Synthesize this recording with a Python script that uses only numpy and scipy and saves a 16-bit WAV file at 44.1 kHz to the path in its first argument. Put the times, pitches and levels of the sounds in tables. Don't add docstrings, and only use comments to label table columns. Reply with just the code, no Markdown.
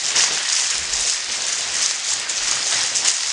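import sys
import numpy as np
from scipy import signal
from scipy.fft import rfft, irfft, next_fast_len
from scipy.io import wavfile
from scipy.ndimage import map_coordinates

SR = 44100
rng = np.random.default_rng(int(sys.argv[2]) if len(sys.argv) > 2 else 0)


def materialize(psi):
    bounded = np.clip(np.atleast_2d(psi).T, -1, 1)
    quanta = np.round(bounded * 32767).astype(np.int16)
    wavfile.write(sys.argv[1], SR, quanta)


N = 146412


def amp(db):
    return 10 ** (np.asarray(db) / 20)


def unit(x):
    return x / np.sqrt(np.mean(x ** 2) + 1e-20)


def along(points, hz):
    point_hz, value = np.transpose(points)
    return np.interp(np.log(hz + 1), np.log(point_hz + 1), value)


def curve(rows):
    s, value = np.transpose(rows)
    return np.interp(np.arange(N) / SR, s, value)


def wobble(rate):
    knots = rng.standard_normal(400)
    return map_coordinates(knots, [np.arange(N) * rate / SR])


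def coloured(x, spectrum):
    m = next_fast_len(N + SR // 2) // 2 * 2
    gain = amp(along(spectrum, np.fft.rfftfreq(m, 1 / SR)))
    cepstrum = irfft(np.log(gain), m)
    cepstrum[1:m // 2] *= 2
    cepstrum[m // 2 + 1:] = 0
    response = np.exp(rfft(cepstrum))
    return irfft(rfft(x, m) * response, m)[:N]


def place(s, waves):
    size = waves.shape[1]
    at = np.round(s * SR).astype(int).clip(0, N) + np.arange(size)
    return np.bincount(at.ravel(), waves.ravel(), N + size + 1)[:N]


def rings(s, db, hz, life_s, rise_s, size):
    t = np.arange(size) / SR
    decay = np.exp(-t / life_s[:, None])
    rise = 1 - np.exp(-t / rise_s)
    waves = amp(db)[:, None] * np.sin(2 * np.pi * hz[:, None] * t) * decay * rise
    return place(s[:, None], waves)


def rain(count, top_hz, life_s, spread_db, cap_db, crack, size):
    u = rng.random((count, 5))
    s = u[:, 0] * N / SR
    db = np.minimum(-spread_db * np.log(1 - u[:, 1]), cap_db)
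    hz = top_hz * u[:, 2]
    life = life_s * np.exp(1.45 * (u[:, 3] - .5))
    ring = unit(rings(s, db, hz, life, life_s * 0.087, size))
    polarity = np.sign(u[:, 4] - .5)
    snap = unit(np.bincount((s * SR).astype(int), amp(db) * polarity, N)[:N])
    return ring + crack * snap


def struck(rows, side_db, size=300):
    s, db, hz, length = np.transpose(rows)[:, :, None]
    u = rng.standard_normal((len(s), 4))
    t = np.arange(size) / SR
    peak_s = length / 3
    wave = np.sin(2 * np.pi * hz * t)
    for k, ratio in enumerate((.72, 1.3)):
        side_hz = hz * (ratio + 0.038 * u[:, k:k + 1])
        phase = 2 * u[:, k + 2:k + 3]
        wave += amp(side_db) * np.sin(2 * np.pi * side_hz * t + phase)
    wave[:, size // 50] += 1.5 * (length[:, 0] < .0006)
    step = t / peak_s
    wave *= amp(db) * step * np.exp(1 - step)
    return place(s - peak_s, wave)


def room(x, wet_db):
    # (frequency [Hz], time to fall 60 dB [s])
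    decay_times = [(300, 0.25), (2000, 0.54), (10000, 0.29)]
    # (frequency [Hz], gain [dB])
    tail_low_cut = [(20, -16), (60, -2), (150, 0)]
    late = np.pad(x, (160, 0))[:N]
    hz, t, z = signal.stft(late, SR, nperseg=256)
    keep = amp(-120 * (t[1] - t[0]) / along(decay_times, hz))
    power = np.array([signal.lfilter([1 - k], [1, -k], p) for k, p in zip(keep, np.abs(z) ** 2)])
    noise = signal.stft(rng.standard_normal(N), SR, nperseg=256)[2]
    noise = noise / np.sqrt(np.mean(np.abs(noise) ** 2))
    wet = signal.istft(np.sqrt(power) * noise, SR, nperseg=256)[1][:N]
    return x + amp(wet_db) * coloured(wet, tail_low_cut)


def ticks():
    # (time [s], level [dB])
    flurries = [(0.0, -18.5), (0.03, -20.5), (0.05, -17), (0.14, -24.5), (0.16, -14), (0.22, -14.5),
                (0.3, -22.5), (0.34, -19), (0.42, -22), (0.54, -15), (0.69, -20), (0.71, -15), (0.89, -27),
                (0.9, -21.5), (1.01, -16), (1.09, -18.5), (1.1, -10), (1.11, -20), (1.18, -24), (1.33, -20),
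                (1.46, -21.5), (1.5, -14.5), (1.51, -27), (1.53, -18), (1.54, -24.5), (1.82, -18),
                (1.86, -19), (1.89, -20), (1.91, -16), (1.94, -21.5), (2.03, -25), (2.04, -16.5),
                (2.13, -20), (2.14, -31), (2.15, -23), (2.22, -22), (2.24, -29), (2.28, -25.5), (2.3, -16),
                (2.32, -25.5), (2.38, -19.5), (2.51, -20), (2.51, -20), (2.53, -20.5), (2.7, -20),
                (2.74, -15.5), (2.93, -23), (2.97, -14), (2.99, -22.5), (3.04, -26), (3.05, -10.5),
                (3.09, -16), (3.12, -22.5), (3.25, -20), (3.26, -18.5), (3.32, -17.5)]
    # (frequency [Hz], gain [dB])
    colour = [(100, -100), (1500, -19), (3000, -10), (4500, -10.5), (4900, -3.5), (6300, -1.5), (7400, -4),
              (9200, -14.5), (10100, -22), (11200, -47)]
    fall = rain(count=7000, top_hz=11780, life_s=0.00034, spread_db=3, cap_db=8, crack=1.0, size=160)
    dry = unit(coloured(fall, colour) * amp(2.6 * wobble(70)))
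    return room(dry * amp(curve(flurries) - 6.5), wet_db=-1)


def knocks():
    # (time [s], level [dB])
    bursts = [(0.0, -23.5), (0.02, -30), (0.12, -25.5), (0.13, -27), (0.17, -19.5), (0.25, -24),
              (0.28, -25.5), (0.54, -26.5), (0.69, -28.5), (0.74, -27), (0.86, -29.5), (1.11, -28),
              (1.22, -31.5), (1.31, -28), (1.56, -29.5), (1.85, -26), (1.89, -34), (1.91, -26),
              (1.93, -31.5), (2.03, -31), (2.1, -27.5), (2.24, -30), (2.51, -26), (2.7, -29), (2.73, -22),
              (2.9, -30.5), (3.04, -27.5), (3.065, -23), (3.11, -30), (3.32, -29.5)]
    # (frequency [Hz], gain [dB])
    colour = [(30, -65), (300, -26), (720, -11.5), (1250, -8.5), (1550, -7), (1870, -2), (2060, -5),
              (3300, -5.5), (5000, -4), (9000, -43.5)]
    fall = rain(count=6000, top_hz=9020, life_s=0.001, spread_db=0.0, cap_db=14, crack=1.0, size=300)
    return unit(coloured(fall, colour)) * amp(curve(bursts) - 3.5 + 0.13 * wobble(20))


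def rumble():
    # (time [s], level [dB])
    swells = [(0.0, -45.5), (0.12, -40), (0.14, -45), (0.17, -36), (0.28, -41), (0.31, -34.5),
              (0.405, -41.5), (0.42, -51), (0.91, -43), (1.06, -41.5), (1.1, -48), (1.28, -50),
              (1.29, -34.5), (1.33, -53), (1.37, -42), (1.62, -45), (1.65, -40.5), (2.08, -51.5),
              (2.12, -40), (2.31, -45), (2.74, -40.5), (2.99, -45), (3.01, -40), (3.14, -50), (3.31, -49),
              (3.32, -52)]
    # (frequency [Hz], gain [dB])
    colour = [(15, -31), (50, -30), (100, -4), (270, -7.5), (320, -3.5), (550, -1.5), (900, 0.5),
              (2500, -28)]
    heap = rain(count=3000, top_hz=2700, life_s=0.001, spread_db=2.0, cap_db=16.5, crack=0.78, size=400)
    return unit(coloured(heap, colour)) * amp(curve(swells) - 2.5)


def landings():
    # (time of peak [s], level [dB], pitch [Hz], length [s])
    hits = [(0.0144, -11, 6270, 0.0005), (0.0565, -5, 5620, 0.0007), (0.0645, -5, 6960, 0.0005),
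            (0.1066, -9, 5810, 0.001), (0.1183, -9, 6480, 0.0004), (0.16, -6, 6290, 0.0009),
            (0.1627, -9, 5250, 0.0009), (0.1699, -7, 5280, 0.0007), (0.1931, -7, 7430, 0.0005),
            (0.2197, -7, 6310, 0.0009), (0.2224, -6, 6370, 0.0015), (0.226, -6, 6160, 0.0012),
            (0.2301, -6, 5940, 0.0008), (0.2394, -5, 7360, 0.0004), (0.3224, -8, 6330, 0.0005),
            (0.3364, -6, 7540, 0.0005), (0.3366, -13, 9600, 0.001), (0.3472, -7, 6440, 0.0008),
            (0.3748, -8, 4440, 0.0006), (0.3826, -10, 6310, 0.0007), (0.4525, -10, 5120, 0.0006),
            (0.4887, -8, 5230, 0.0011), (0.4917, -8, 6240, 0.0008), (0.5003, -8, 4870, 0.0017),
            (0.5257, -7, 6610, 0.0019), (0.5319, -4, 6780, 0.0005), (0.553, -6, 7170, 0.0011),
            (0.5651, -4, 5730, 0.0006), (0.598, -7, 4890, 0.0009), (0.6056, -4, 5380, 0.0004),
            (0.704, -6, 7390, 0.0004), (0.7069, -8, 7150, 0.0011), (0.7553, -8, 4520, 0.0005),
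            (0.7816, -6, 7690, 0.0005), (0.9088, -11, 5380, 0.0004), (0.9541, -10, 6800, 0.0005),
            (0.9593, -9, 6610, 0.0005), (0.9705, -8, 6090, 0.0004), (1.008, -7, 7260, 0.0004),
            (1.0117, -7, 6930, 0.0014), (1.0375, -8, 6800, 0.0007), (1.0512, -8, 5320, 0.001),
            (1.0979, -2, 6270, 0.0008), (1.1024, -8, 6420, 0.0005), (1.2444, -11, 6440, 0.0007),
            (1.3246, -10, 6440, 0.0008), (1.4213, -9, 6420, 0.0009), (1.4675, -8, 6800, 0.0006),
            (1.4841, -8, 5990, 0.001), (1.4918, -5, 6220, 0.0005), (1.4995, -9, 4760, 0.0007),
            (1.5316, -11, 6180, 0.0007), (1.5945, -16, 9400, 0.0008), (1.6085, -7, 6680, 0.0006),
            (1.7006, -11, 5840, 0.0006), (1.7225, -10, 5770, 0.0004), (1.7421, -10, 8600, 0.0005),
            (1.7845, -10, 6350, 0.0005), (1.7871, -9, 6030, 0.0006), (1.8582, -5, 5730, 0.0004),
            (1.8615, 0, 6300, 0.0009), (1.898, -10, 6010, 0.0006), (1.9111, 0, 4200, 0.0004),
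            (1.9158, -8, 6590, 0.0005), (1.998, -8, 6350, 0.0005), (2.0478, -11, 6610, 0.0005),
            (2.107, -9, 5340, 0.0008), (2.1351, -6, 6900, 0.0012), (2.1352, -15, 9900, 0.0008),
            (2.1382, -6, 6720, 0.0012), (2.131, -10, 7000, 0.0008), (2.1697, -11, 6650, 0.0005),
            (2.1992, -9, 8010, 0.0008), (2.3, -10, 6680, 0.001), (2.3805, -9, 5600, 0.0005),
            (2.4288, -8, 6140, 0.0005), (2.4345, -8, 6290, 0.0006), (2.4469, -10, 6120, 0.0009),
            (2.5125, -4, 6630, 0.0006), (2.5147, -5, 6500, 0.0018), (2.5222, -5, 6200, 0.0004),
            (2.5556, -8, 7430, 0.0008), (2.6285, -10, 5200, 0.0015), (2.677, -10, 6300, 0.001),
            (2.6693, -11, 6760, 0.0011), (2.7105, -10, 6220, 0.0005), (2.729, -8, 6370, 0.0007),
            (2.7824, -8, 6400, 0.0005), (2.8331, -7, 7170, 0.0012), (2.8375, -14, 9500, 0.0008),
            (2.8384, -6, 5680, 0.0006), (2.8627, -10, 6630, 0.0014), (2.9611, -8, 5840, 0.0009),
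            (2.9723, -8, 7450, 0.0009), (3.0492, -7, 6910, 0.0008), (3.0585, -4, 4410, 0.0004),
            (3.0752, -6, 6200, 0.0005), (3.0807, 2, 6740, 0.0006), (3.0852, 0, 6680, 0.0013),
            (3.1029, -6, 6400, 0.0012), (3.1157, -8, 7300, 0.0011), (3.1675, -7, 6830, 0.0014),
            (3.1834, -11, 5960, 0.0008), (3.2337, -11, 4780, 0.0007), (3.2626, -9, 5510, 0.0007),
            (3.2754, -5, 6910, 0.0004), (3.2855, -9, 6850, 0.0004), (3.3026, -6, 5250, 0.0009)]
    return struck(hits, side_db=-7)


def slaps():
    # (time of peak [s], level [dB], pitch [Hz], length [s])
    hits = [(0.1061, -16, 2560, 0.0019), (0.1546, -15, 1870, 0.0019), (0.1634, -11, 2840, 0.0014),
            (0.1749, -10, 2370, 0.0008), (0.1793, -9, 2710, 0.0009), (0.2078, -10, 2710, 0.0017),
            (0.195, -19, 1000, 0.004), (0.238, -17, 1100, 0.004), (0.2384, -11, 2540, 0.0016),
            (0.3749, -12, 1590, 0.0012), (0.3877, -14, 2860, 0.0016), (0.4546, -16, 2780, 0.0019),
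            (0.5082, -15, 2820, 0.0011), (0.7241, -16, 2610, 0.0009), (0.7273, -16, 2630, 0.0008),
            (0.7561, -16, 1890, 0.0008), (1.05, -22, 633, 0.004), (1.2997, -16, 2860, 0.0008),
            (1.609, -16, 2710, 0.001), (1.8112, -14, 3080, 0.0009), (1.9112, -15, 1770, 0.0013),
            (2.12, -20, 953, 0.003), (2.1583, -18, 1790, 0.0009), (2.1989, -19, 2300, 0.0012),
            (2.2151, -15, 1770, 0.0008), (2.5214, -13, 1100, 0.002), (2.5715, -14, 1200, 0.002),
            (2.665, -22, 633, 0.004), (2.7244, -13, 2990, 0.0015), (2.79, -20, 950, 0.003),
            (2.937, -16, 2970, 0.0009), (2.9658, -16, 2220, 0.0009), (3.0532, -10, 1940, 0.001),
            (3.0603, -11, 2950, 0.0009), (3.0846, -11, 2860, 0.0017), (3.2351, -18, 2000, 0.0019)]
    return struck(hits, side_db=-8)


def loud_contacts():
    # (frequency [Hz], gain [dB])
    colour = [(30, -42), (400, -10), (1200, -4.5), (4000, -3), (8500, -3.5), (10100, -7), (11200, -26)]
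    return room(coloured(landings() + slaps(), colour), wet_db=-7)


def thuds():
    # (start [s], level [dB], pitch [Hz], length [s])
    bumps = [(0.73, -41.5, 58.7, 0.15), (0.87, -39, 43.6, 0.19), (0.965, -49, 79.4, 0.15),
             (1.075, -55, 35, .14), (1.272, -49, 70, 0.053), (1.665, -45, 69.4, 0.084),
             (1.754, -50, 45, 0.083), (2.118, -52, 78, 0.071), (2.366, -45, 38.3, 0.13),
             (2.47, -44, 35, 0.07), (2.521, -45, 120.6, 0.079), (2.72, -43, 112, 0.11),
             (3.249, -52, 50, 0.099)]
    t, out = np.arange(N) / SR, np.zeros(N)
    for s, db, hz, length in bumps:
        swell = np.sin(np.pi * np.clip((t - s) / length, 0, 1)).clip(0) ** 1.1
        turn = 2 * np.pi * hz * (t - s) + 1.1 * wobble(35)
        overtone = 0.32 * wobble(60) * np.sin(2 * turn)
        out += amp(db + 1.55 * wobble(40.3)) * swell * (np.sin(turn) + overtone)
    return out


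def scene():
    stick_on_stick = room(knocks() + rumble(), wet_db=1)
    return (ticks() + stick_on_stick + loud_contacts() + thuds())[None]


def record(dry):
    ceiling, top_hz = .98, 11310
    soft = dry / (1 + np.abs(dry / ceiling) ** 4) ** (1 / 4)
    m = next_fast_len(N + SR // 2)
    in_band = np.fft.rfftfreq(m, 1 / SR) < top_hz
    return irfft(rfft(soft, m) * in_band, m)[..., :N]


dry = scene()
out = record(dry)
materialize(out)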